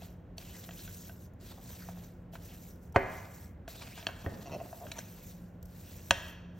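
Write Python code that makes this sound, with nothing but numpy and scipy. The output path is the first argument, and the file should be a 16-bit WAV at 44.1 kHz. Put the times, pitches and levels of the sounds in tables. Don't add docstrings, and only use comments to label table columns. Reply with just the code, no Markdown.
import sys
import numpy as np
from scipy import signal
from scipy.fft import rfft, irfft
from scipy.io import wavfile
from scipy.ndimage import uniform_filter1d

SR = 44100
rng = np.random.default_rng(int(sys.argv[2]) if len(sys.argv) > 2 else 0)


def master(y):
    cut = np.clip(np.atleast_2d(y).T, -1, 1)
    pcm = np.round(cut * 32767)
    wavfile.write(sys.argv[1], SR, pcm.astype(np.int16))


N = 290619
TIME_S, FREQS_HZ = np.arange(N) / SR, np.fft.rfftfreq(N, 1 / SR)

# t/s, rise/s, hold/s, fade t60/s, relative tearing level/dB, relative rubbing level/dB
STROKES = [(0.0, 0.0015, 0.061, 0.41, -66, -65), (0.363, 0.032, 0.28, 0.94, -61.5, -62),
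           (0.672, 0.089, 0.31, 0.57, -61, -71), (0.757, 0.026, 0.076, 0.76, -61.5, -73),
           (0.964, 0.049, 0.056, 0.33, -69, -79), (1.138, 0.069, 0.047, 0.15, -67, -91),
           (1.38, 0.086, 0.035, 0.83, -62.5, -62), (1.558, 0.093, 0.25, 0.62, -64, -64),
           (1.672, 0.026, 0.09, 0.73, -62.5, -70), (1.92, 0.062, 0.064, 0.56, -66.5, -66.5),
           (2.314, 0.032, 0.011, 0.19, -62, -63), (2.358, 0.089, 0.13, 0.54, -63.5, -65),
           (2.592, 0.05, 0.046, 0.47, -64.5, -79), (2.786, 0.061, 0.03, 0.2, -73.5, -100),
           (2.937, 0.016, 0.16, 0.64, -69.5, -67), (3.06, 0.091, 0.046, 0.74, -62.5, -63.5),
           (3.247, 0.096, 0.1, 0.31, -64.5, -74), (3.671, 0.016, 0.4, 0.44, -63.5, -55.5),
           (3.677, 0.01, 0.022, 0.19, -60, -73), (4.126, 0.055, 0.38, 0.44, -67.5, -62),
           (4.456, 0.24, 0.6, 0.8, -63.5, -66.5), (5.555, 0.39, 0.32, 0.43, -62.5, -64),
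           (6.523, 0.072, 0.024, 0.52, -75.5, -87)]
# t/s, relative level/dB
STRANDS, STRAND_T60_S = [(1.335, -75), (2.923, -64), (5.627, -60), (5.654, -62)], 0.026
# f/Hz, width/Hz, level/dB re rubbing
POCKETS = [(1710, 400, -16), (2640, 220, -10), (3900, 250, -16)]
# t/s, length/s, level/dB, first f/Hz, last f/Hz, width/Hz
GLIDING_CRACKLES = [(0.40, 0.21, -63.5, 3100, 2600, 900), (0.518, 0.1, -62, 2000, 1600, 700),
                    (0.53, 0.14, -62, 6800, 5700, 2200), (0.762, 0.057, -59.5, 3400, 4100, 1200),
                    (0.89, 0.07, -74, 3300, 4300, 1200), (0.96, 0.098, -60, 7300, 6000, 2000),
                    (1.452, 0.074, -65, 3500, 3900, 1100), (1.57, 0.041, -57.5, 745, 610, 500),
                    (1.68, 0.1, -64, 7600, 5470, 1500), (1.784, 0.075, -61, 1900, 1430, 1000),
                    (1.787, 0.07, -63.5, 4900, 4000, 1400), (2.477, 0.079, -65, 3100, 2400, 1200),
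                    (3.684, 0.039, -57, 3500, 4860, 1200), (3.76, 0.046, -61, 3980, 3670, 800),
                    (3.783, 0.14, -62, 2700, 2300, 900), (3.947, 0.091, -58, 2420, 3200, 1200),
                    (4.932, 0.11, -59, 2080, 2270, 900), (4.95, 0.076, -56, 6260, 7200, 2450),
                    (5.837, 0.15, -70, 2800, 3200, 1400)]
# t/s, rise/s, hold/s, fade t60/s, relative level/dB
SHOVES = [(4.237, 0.011, 0.13, 0.3, -53), (4.434, 0.09, 0.025, 0.71, -53),
          (4.828, 0.021, 0.04, 0.19, -59.5)]
# start/s, end/s, level/dB, first rate/Hz, last rate/Hz, high corner/Hz, tuning/ratio
JUDDERS = [(2.94, 2.966, -41.5, 480, 350, 1400, 1.25), (4.451, 4.487, -51, 144, 120, 6500, 1.08),
           (4.488, 4.508, -56, 144, 136, 3500, 1.5), (4.503, 4.567, -46.5, 122, 213, 5450, 1.04),
           (4.537, 4.574, -44.5, 192, 170, 800, 0.93), (4.589, 4.622, -44.5, 168, 175, 1710, 1.06),
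           (4.655, 4.68, -56, 170, 133, 1400, 1.04), (4.795, 4.852, -51, 146, 154, 1010, 1.07),
           (4.834, 4.871, -51, 152, 152, 790, 0.93), (4.95, 4.994, -53.5, 250, 227, 1970, 1.39)]
# ping/dB, blade/dB, thump/dB, clack/dB, crack/dB, room feed/dB
BLOWS = [(0.020, -48, 550, 3600, 660, -20, 2, -23, -26, -4, -3),
         (0.381, -33.5, 3600, 6460, 4470, -6, -14.5, -32, -35, -2, -15),
         (0.690, -38, 700, 2800, 1900, -8, -8, -15, -23, -3, -12),
         (0.709, -40.5, 2000, 4000, 3200, -18, -13, -17, -23, -8, -13),
         (0.792, -46.5, 2480, 6000, 3520, -12, -25, -31, -30, 5, 4),
         (0.877, -45.5, 1200, 3000, 1530, -1, -13, -25, -28, 1, -5),
         (1.095, -44.5, 700, 2700, 1534, 0, -2, -28, -30, -2, -11.5),
         (1.517, -52, 700, 1300, 890, -8, -2, -25, -20, 6, -10),
         (1.73, -53, 1200, 3400, 1700, -6, -22, -25, -25, 2, -12),
         (1.887, -40, 650, 1260, 824, -4, -1, -29, -12, -7, -9),
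         (1.972, -54, 650, 1300, 870, 2, -4, -25, -20, -7, -3),
         (2.335, -50.5, 1900, 7000, 5770, -16, 5, -30, -25, -4, -15),
         (2.353, -40, 700, 2640, 2280, -10, -5.5, -26, -3.5, 5, -14),
         (2.547, -50, 1210, 4500, 1660, -8, -18, -31, -22, -5, -15),
         (2.960, -12, 310, 940, 1130, -8, -12.5, -7.5, -2, -2.5, -5),
         (2.961, -34, 3600, 6540, 4400, -6, -25, -34, -30, 2, -12),
         (2.9649, -20, 200, 520, 378, -0.5, -7, -11, -15, -0.5, -9),
         (3.678, -41.5, 600, 5200, 1740, -8, 4, -9, -18, 7, -23),
         (3.821, -40.5, 1530, 2680, 2320, -3.5, -20, -27.5, -19, -3, -17),
         (3.873, -43, 1500, 3000, 2370, -7, -15, -30, -24, -9, -10),
         (3.976, -45.5, 650, 2200, 960, -9, -3, -20, -9, -1, 4.5),
         (4.027, -39, 2500, 3800, 3500, -17, -7, -27, -23, -4, -21),
         (4.068, -15, 1600, 3900, 4420, -15.5, -18.5, -28, -22.5, -19, -13),
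         (4.088, -38, 600, 2490, 540, -1, -5, -23.5, -4, -3, 2.5),
         (4.262, -35, 500, 1900, 1800, -1, -6, 7.5, -5, -10, -5.5),
         (4.267, -41, 220, 500, 245, 5, -17, -2, -17, -10, 6),
         (4.659, -49.5, 600, 1380, 1040, -3.5, 6, -8, -8, -8, -14),
         (4.728, -43.5, 553, 1167, 646, -12.5, 5.5, -9, -25, -20, -2),
         (4.867, -43, 1310, 2700, 1650, -14, -16, -20, -26, 2, -4),
         (4.916, -33.5, 1900, 5600, 2300, -5.5, -13.5, -31, -24, 4.5, -11.5),
         (4.918, -37, 3500, 6500, 3950, 1, -25, -31, -27, 1, -17),
         (4.984, -35.5, 4520, 7540, 5800, -12, -6, -24, -9, -6, -8),
         (4.9888, -34, 5300, 7200, 6010, -2, -27, -21, -7.5, 1.5, -14),
         (6.1080, -4.5, 630, 5680, 3900, -28, -31, -28.5, -19.5, -8.5, -11.5)]
# f/Hz, relative level/dB, t60/s
BOWL_MODES = [(367, -27.5, 0.045), (553, -18.5, 0.11), (657, -6, 0.025), (711, -8, 0.027), (940, -6, 0.017),
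              (1218, -7, 0.014), (1700, -0.5, 0.012), (2650, 0.5, 0.0096), (3200, 4.5, 0.0086),
              (4080, -9.5, 0.0089), (4420, -14.5, 0.013), (5420, -2, 0.0065), (6030, -4, 0.011),
              (6600, -9, 0.019), (7200, -10, 0.016), (8640, 0.5, 0.013), (13000, -13, 0.0079)]
BLADE_MODES = [(368, -14, 0.024), (637, 5.5, 0.047), (854, 3, 0.018), (928, 5, 0.014), (1900, -10.5, 0.024),
               (2530, 2, 0.017), (3020, -11, 0.015), (4100, -1.5, 0.0096), (5300, 0.5, 0.01),
               (6060, 2, 0.0078)]
COUNTER_MODES = [(77.2, 2.5, 0.066), (102, 1.5, 0.11), (165, -14.5, 0.025), (227, -7.5, 0.022),
                 (304.4, -0.5, 0.045)]
# f/Hz, relative level/dB
FIZZ_SPECTRUM = [(300, -42), (1200, -9.5), (2200, -16.5), (2800, -10.5), (4300, -6), (4850, -6.5),
                 (5500, -0.5), (6500, 0.5), (9000, 1), (11500, 1), (13200, 7), (14500, -4), (15800, -1)]
SLIDE_SPECTRUM = [(200, -18), (650, 3.5), (1150, -4.5), (1700, -6), (2200, -5.5), (2900, -7.5),
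                  (3700, -4.5), (4900, -6), (6200, -9.5), (9000, -8), (15000, -38.5)]
SHUFFLE_SPECTRUM = [(40, -16), (80, 2), (200, 6.5), (400, -1), (700, -3.5), (1300, -16), (3000, -43),
                    (8000, -64)]
CLACK_SPECTRUM = [(110, 0.5), (240, -3.5), (320, -11.5), (390, -9), (480, 2), (590, 1), (780, -7.5),
                  (1050, -4), (1300, -9.5), (1700, -5.5), (2050, -10), (2450, -11), (3200, -34),
                  (4500, -34.5), (8000, -49)]
CRACK_SPECTRUM = [(500, -2.5), (1100, -1), (1400, 2), (1700, 0.5), (2150, -6), (2600, 0), (2950, -7),
                  (3250, -5), (3700, 0.5), (4400, 1), (4850, -15.5), (5400, -4), (8000, 0.5)]
AIR_SPECTRUM = [(31, -37), (39, -1.5), (53, -4.5), (86, 1), (145, -7.5), (177, -5.5), (216, -9.5),
                (292, -13.5), (448, -19), (495, -16), (903, -28), (1100, -29), (1220, -35), (1420, -30),
                (1800, -35.5), (3000, -45.5), (4200, -53.5), (6500, -75.5), (8000, -64.5), (10400, -106),
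                (17600, -120)]
# f/Hz, t60/s
KITCHEN_T60 = [(100, 0.54), (500, 0.75), (1500, 1), (3000, 0.84), (6000, 0.72), (12000, 0.22)]
# t/s, relative level/dB
HUM_LEVELS = [(0.0, -51.5), (0.6, -56), (1.65, -58), (1.9, -47.5), (2.25, -56), (4.9, -64), (5.45, -50.5),
              (5.9, -57), (6.59, -47)]
# f/Hz, phase/rad
PORT_LEAD = [(100, 0), (1700, .35), (3000, .5), (3800, .45), (4700, .8), (5400, .05), (6000, .2),
             (6600, 1.1), (8000, 2.15), (9300, 3.1), (10700, 3.17), (12000, 4.1), (13100, 4.95),
             (14400, 6.25)]
# f/Hz, coherence/ratio
PORT_COHERENCE = [(100, 1), (400, .9), (1000, .5), (1800, .95), (3600, .95), (4700, .7), (5400, .98),
                  (7000, .75), (8400, .8), (9300, .998), (10700, .998), (12000, .76), (13700, .78),
                  (14800, .99)]
# f/Hz, level/dB
PORT_BALANCE = [(110, 0), (400, -1.5), (700, -1.4), (1300, -.5), (2400, -.2), (6000, 0)]


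def dough_fizz(tear):
    fizz = patchy(colour(diffuse(grains(per_s=14000, spread_db=2)), FIZZ_SPECTRUM))
    strands = sum(amp(db) * gesture(s, 0.00094, 0.001, STRAND_T60_S) for s, db in STRANDS)
    clumps = amp(drift(60) + drift(15))
    return amp(6.5) * fizz * (tear + strands) * clumps


def thread_snaps(tear, per_s=600, decay_cycles=3):
    out, t = np.zeros(N), np.arange(SR // 100) / SR
    pitches_hz = np.geomspace(1600, 8000, 24)
    for hz in pitches_hz:
        strength = amp(2.5 * np.minimum(rng.exponential(1, N), 3))
        hits = rng.random(N) < per_s / len(pitches_hz) / SR
        snap = np.sin(2 * np.pi * hz * t) * np.exp(-hz * t / decay_cycles) * np.sqrt(hz)
        out += signal.oaconvolve(strength * hits, snap)[:N]
    return amp(-5) * unit(out) * tear


def squelch(rub, wander_oct=0.15):
    out = np.zeros(N)
    snaps = diffuse(grains(per_s=4000, spread_db=2))
    for hz, width_hz, db in POCKETS:
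        gain = amp(db + 2.9 * drift(6.8))
        centre_hz = hz * 2 ** (wander_oct * drift(19))
        out = out + gain * unit(resonate(snaps, centre_hz, width_hz))
    return rub * out


def gliding_crackles():
    out = np.zeros(N)
    snaps = grains(per_s=3000, spread_db=0)[0]
    for start_s, length_s, db, first_hz, last_hz, width_hz in GLIDING_CRACKLES:
        n = round(length_s * SR)
        hz = np.geomspace(first_hz, last_hz, n) * 2 ** (0.057 * drift(54)[:n])
        burst = snaps[round(start_s * SR):][:n]
        crackle = resonate(resonate(burst, hz, width_hz), hz, width_hz)
        add(out, start_s, amp(db) * unit(crackle) * signal.windows.tukey(n, 0.6))
    return out


def rubbing(rub):
    slide = patchy(colour(diffuse(grains(per_s=3300, spread_db=-0.5)), SLIDE_SPECTRUM))
    shuffle = colour(diffuse(grains(per_s=900, spread_db=2)), SHUFFLE_SPECTRUM)
    shove = sum(amp(db) * gesture(*timing_s) for *timing_s, db in SHOVES)
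    return slide * rub * amp(-0.5 + 3.7 * drift(24)) + amp(7) * shuffle * shove


def blows():
    direct, feed = np.zeros(N), np.zeros(N)
    t = np.arange(SR // 4) / SR
    rattle = colour(rng.standard_normal(N), CLACK_SPECTRUM)
    for s, db, low_hz, high_hz, ping_hz, *parts_db in BLOWS:
        ping_db, blade_db, thump_db, clack_db, crack_db, room_db = parts_db
        glass = ring(BOWL_MODES, low_hz, high_hz, rise_s=0.0009, scatter_turns=0.045)
        chatter = rng.standard_normal(len(t)) * np.exp(-t / 0.0045) * (1 - np.exp(-t / 0.0032))
        glass += amp(-18) * signal.fftconvolve(glass, chatter / np.linalg.norm(chatter))[:len(t)]
        ping = np.sin(2 * np.pi * ping_hz * t) * strike(t, rise_s=0.00025, t60_s=0.027)
        blade = ring(BLADE_MODES, 500, 590, rise_s=0.0016, tuning=1.044)
        body = glass + amp(ping_db) * ping + amp(blade_db) * blade
        foot = np.roll(rattle, -round(s * SR))[:len(t)]
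        clack = amp(clack_db) * foot * strike(t, rise_s=0.00041, t60_s=0.038)
        thump = amp(thump_db) * ring(COUNTER_MODES, 30, 830, rise_s=0.00075)
        near_crack = amp(crack_db) * crack(low_hz, high_hz, t60_s=0.024)
        room_crack = amp(crack_db + 2.5) * crack(low_hz, high_hz, t60_s=0.08)
        add(direct, s, amp(db) * (body + near_crack + thump + clack))
        add(feed, s, amp(db + room_db) * (amp(-2) * body + room_crack + amp(-2.5) * thump + clack))
    return direct, feed


def crack(low_hz, high_hz, t60_s):
    n = SR // 4
    t, hz = np.arange(n) / SR, np.fft.rfftfreq(n, 1 / SR)
    burst = rng.standard_normal(n) * strike(t, rise_s=0.001, t60_s=t60_s)
    gain = np.maximum(reach(hz, low_hz, high_hz) * amp(at_hz(CRACK_SPECTRUM, hz)), 1e-4)
    causal_fold = (1 + np.sign(n / 2 - np.arange(n))) / (1 + (t == 0))
    cepstrum = irfft(np.log(gain), n) * causal_fold
    grit = irfft(rfft(burst) * np.exp(rfft(cepstrum)), n)
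    return amp(-30.5) * unit(grit)


def judders():
    out = np.zeros(N)
    for start_s, end_s, db, first_hz, last_hz, high_hz, tuning in JUDDERS:
        n = round((end_s - start_s) * SR)
        rate_hz = np.linspace(first_hz, last_hz, n) * (1 + 0.0728 * drift(99)[:n])
        slips = np.diff(np.floor(np.cumsum(rate_hz) / SR), prepend=-1)
        force = slips * amp(1.3 * drift(150)[:n]) + 0.02 * rng.standard_normal(n)
        blade = ring(BLADE_MODES, 200, high_hz, rise_s=0.00032, tuning=tuning)
        squeak = signal.fftconvolve(force * signal.windows.tukey(n, 0.7), blade)
        add(out, start_s, amp(db) * squeak / np.sqrt(np.sum(squeak ** 2) / n))
    return out


def chunks(rub, per_s=9.2, spread_db=5):
    out, sizes = np.zeros(N), 2 ** np.linspace(-1, 1, 5)
    for size in sizes:
        hits = rng.random(N) < per_s / len(sizes) / SR
        strength = amp(spread_db * np.minimum(rng.exponential(1, N), 3))
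        tick = ring(BOWL_MODES, low_hz=912 / size, high_hz=3200 / size, rise_s=0.00024)
        out += signal.oaconvolve(hits * strength * rub, tick)[:N]
    return out


def kitchen(x):
    hz, t, bands = signal.stft(rng.standard_normal((2, SR)), SR, nperseg=256)
    decay = amp(-60 * t / at_hz(KITCHEN_T60, hz)[:, None])
    tail = signal.istft(bands * decay, SR, nperseg=256)[1]
    t = np.arange(tail.shape[1]) / SR
    near_walls = 1 + 3.16 * np.exp(-t / 0.0051)
    tail *= (1 - np.exp(-t / 0.0013)) * near_walls
    return diffuse(signal.fftconvolve(x[None], tail / np.linalg.norm(tail[0]), axes=1)[:, :N])


def background(hum_hz=176.2):
    air = amp(-50) * colour(diffuse(rng.standard_normal((2, N))), AIR_SPECTRUM)
    hiss = amp(-83) * diffuse(rng.standard_normal((2, N)))
    hum = np.sin(2 * np.pi * np.cumsum(hum_hz + 0.97 * drift(2.7)) / SR)
    hum_db = np.interp(TIME_S, *np.transpose(HUM_LEVELS)) + 0.5 + 2 * drift(1.4)
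    return air + hiss + amp(hum_db) * hum


def effort():
    power = sum((amp([[tear_db], [rub_db]]) * gesture(*timing_s)) ** 2
                for *timing_s, tear_db, rub_db in STROKES)
    return np.sqrt(power)


def gesture(start_s, rise_s, hold_s, fade_s, lift_db=47):
    t = TIME_S - start_s
    rise = np.sin(np.pi / 2 * np.clip(t / rise_s, 0, 1)) ** 2
    gone = np.maximum(t - rise_s - hold_s, 0) / fade_s
    return rise * amp(-60 * gone - lift_db * np.minimum(gone, 1) ** 2)


def strike(t, rise_s, t60_s):
    return (1 - np.exp(-t / rise_s)) * amp(-60 * t / t60_s)


def ring(modes, low_hz, high_hz, rise_s, scatter_turns=0, tuning=1):
    hz, db, t60_s = np.transpose(modes)[:, :, None]
    t = np.arange(SR // 4) / SR
    turns = np.arange(len(hz))[:, None] / 2 + scatter_turns * rng.standard_normal(hz.shape)
    swing = amp(db - 60 * t / t60_s) * np.sin(2 * np.pi * (hz * tuning * t + turns))
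    sound = (reach(hz, low_hz, high_hz) * swing).sum(0) * (1 - np.exp(-t / rise_s))
    return sound / abs(sound).max()


def reach(hz, low_hz, high_hz):
    return 1 / np.sqrt((1 + (hz / high_hz) ** 6) * (1 + (low_hz / (hz + 1)) ** 4))


def grains(per_s, spread_db):
    size = amp(spread_db * np.minimum(rng.exponential(1, (2, N)), 5))
    return unit(size * rng.standard_normal((2, N)) * (rng.random((2, N)) < per_s / SR))


def resonate(x, hz, width_hz):
    turn = np.exp(2j * np.pi * np.cumsum(hz) / SR)
    pole = np.exp(-np.pi * width_hz / SR)
    return 2 * (turn * signal.lfilter([1 - pole], [1, -pole], x / turn)).real


def patchy(pair, depth_db=2.2):
    bands = signal.stft(pair, nperseg=256)[2]
    field = rng.standard_normal(bands.shape[1:])
    field = uniform_filter1d(uniform_filter1d(field, size=6, axis=0), size=12, axis=1)
    return unit(signal.istft(bands * amp(depth_db * unit(field)), nperseg=256)[1][:, :N])


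def diffuse(pair):
    a, b = rfft(pair)
    coherence = at_hz(PORT_COHERENCE, FREQS_HZ)
    common, apart = a * np.sqrt((1 + coherence) / 2), b * np.sqrt((1 - coherence) / 2)
    return irfft(np.array([common + apart, common - apart]), N)


def drift(rate_hz):
    size, step = 8192, 40
    lowpass = 1 / (1 + (np.fft.rfftfreq(size, step / SR) / rate_hz) ** 4)
    slow = irfft(rfft(rng.standard_normal(size)) * lowpass)
    return unit(np.interp(np.arange(N) / step, np.arange(size), slow))


def colour(x, spectrum):
    return unit(irfft(rfft(x) * amp(at_hz(spectrum, FREQS_HZ)), N))


def at_hz(points, hz):
    f, value = np.transpose(points)
    return np.interp(np.log(hz + 1), np.log(f + 1), value)


def add(mix, start_s, sound):
    part = mix[round(start_s * SR):][:len(sound)]
    part += sound[:len(part)]


def amp(db):
    return 10 ** (np.asarray(db) / 20)


def unit(x):
    return x / np.sqrt(np.mean(x ** 2) + 1e-20)


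def scene():
    tear, rub = effort()
    knocks, feed = blows()
    squeaks = judders()
    ticks = chunks(rub)
    dough = dough_fizz(tear) + thread_snaps(tear) + squelch(rub)
    near = dough + gliding_crackles() + rubbing(rub) + knocks + squeaks + ticks
    return near + kitchen(feed + amp(-9.5) * squeaks) + background()


def record(dry):
    lead_rad = np.interp(FREQS_HZ, *np.transpose(PORT_LEAD))
    side = np.array([[0.5], [-0.5]])
    response = np.exp(1j * side * lead_rad) * amp(side * at_hz(PORT_BALANCE, FREQS_HZ))
    ports = irfft(rfft(dry) * response, N)
    lowpass = signal.firwin(511, 16000, window=("kaiser", 9), fs=SR)
    return signal.oaconvolve(ports, lowpass[None], "same")


dry = scene()
out = record(dry)
master(out)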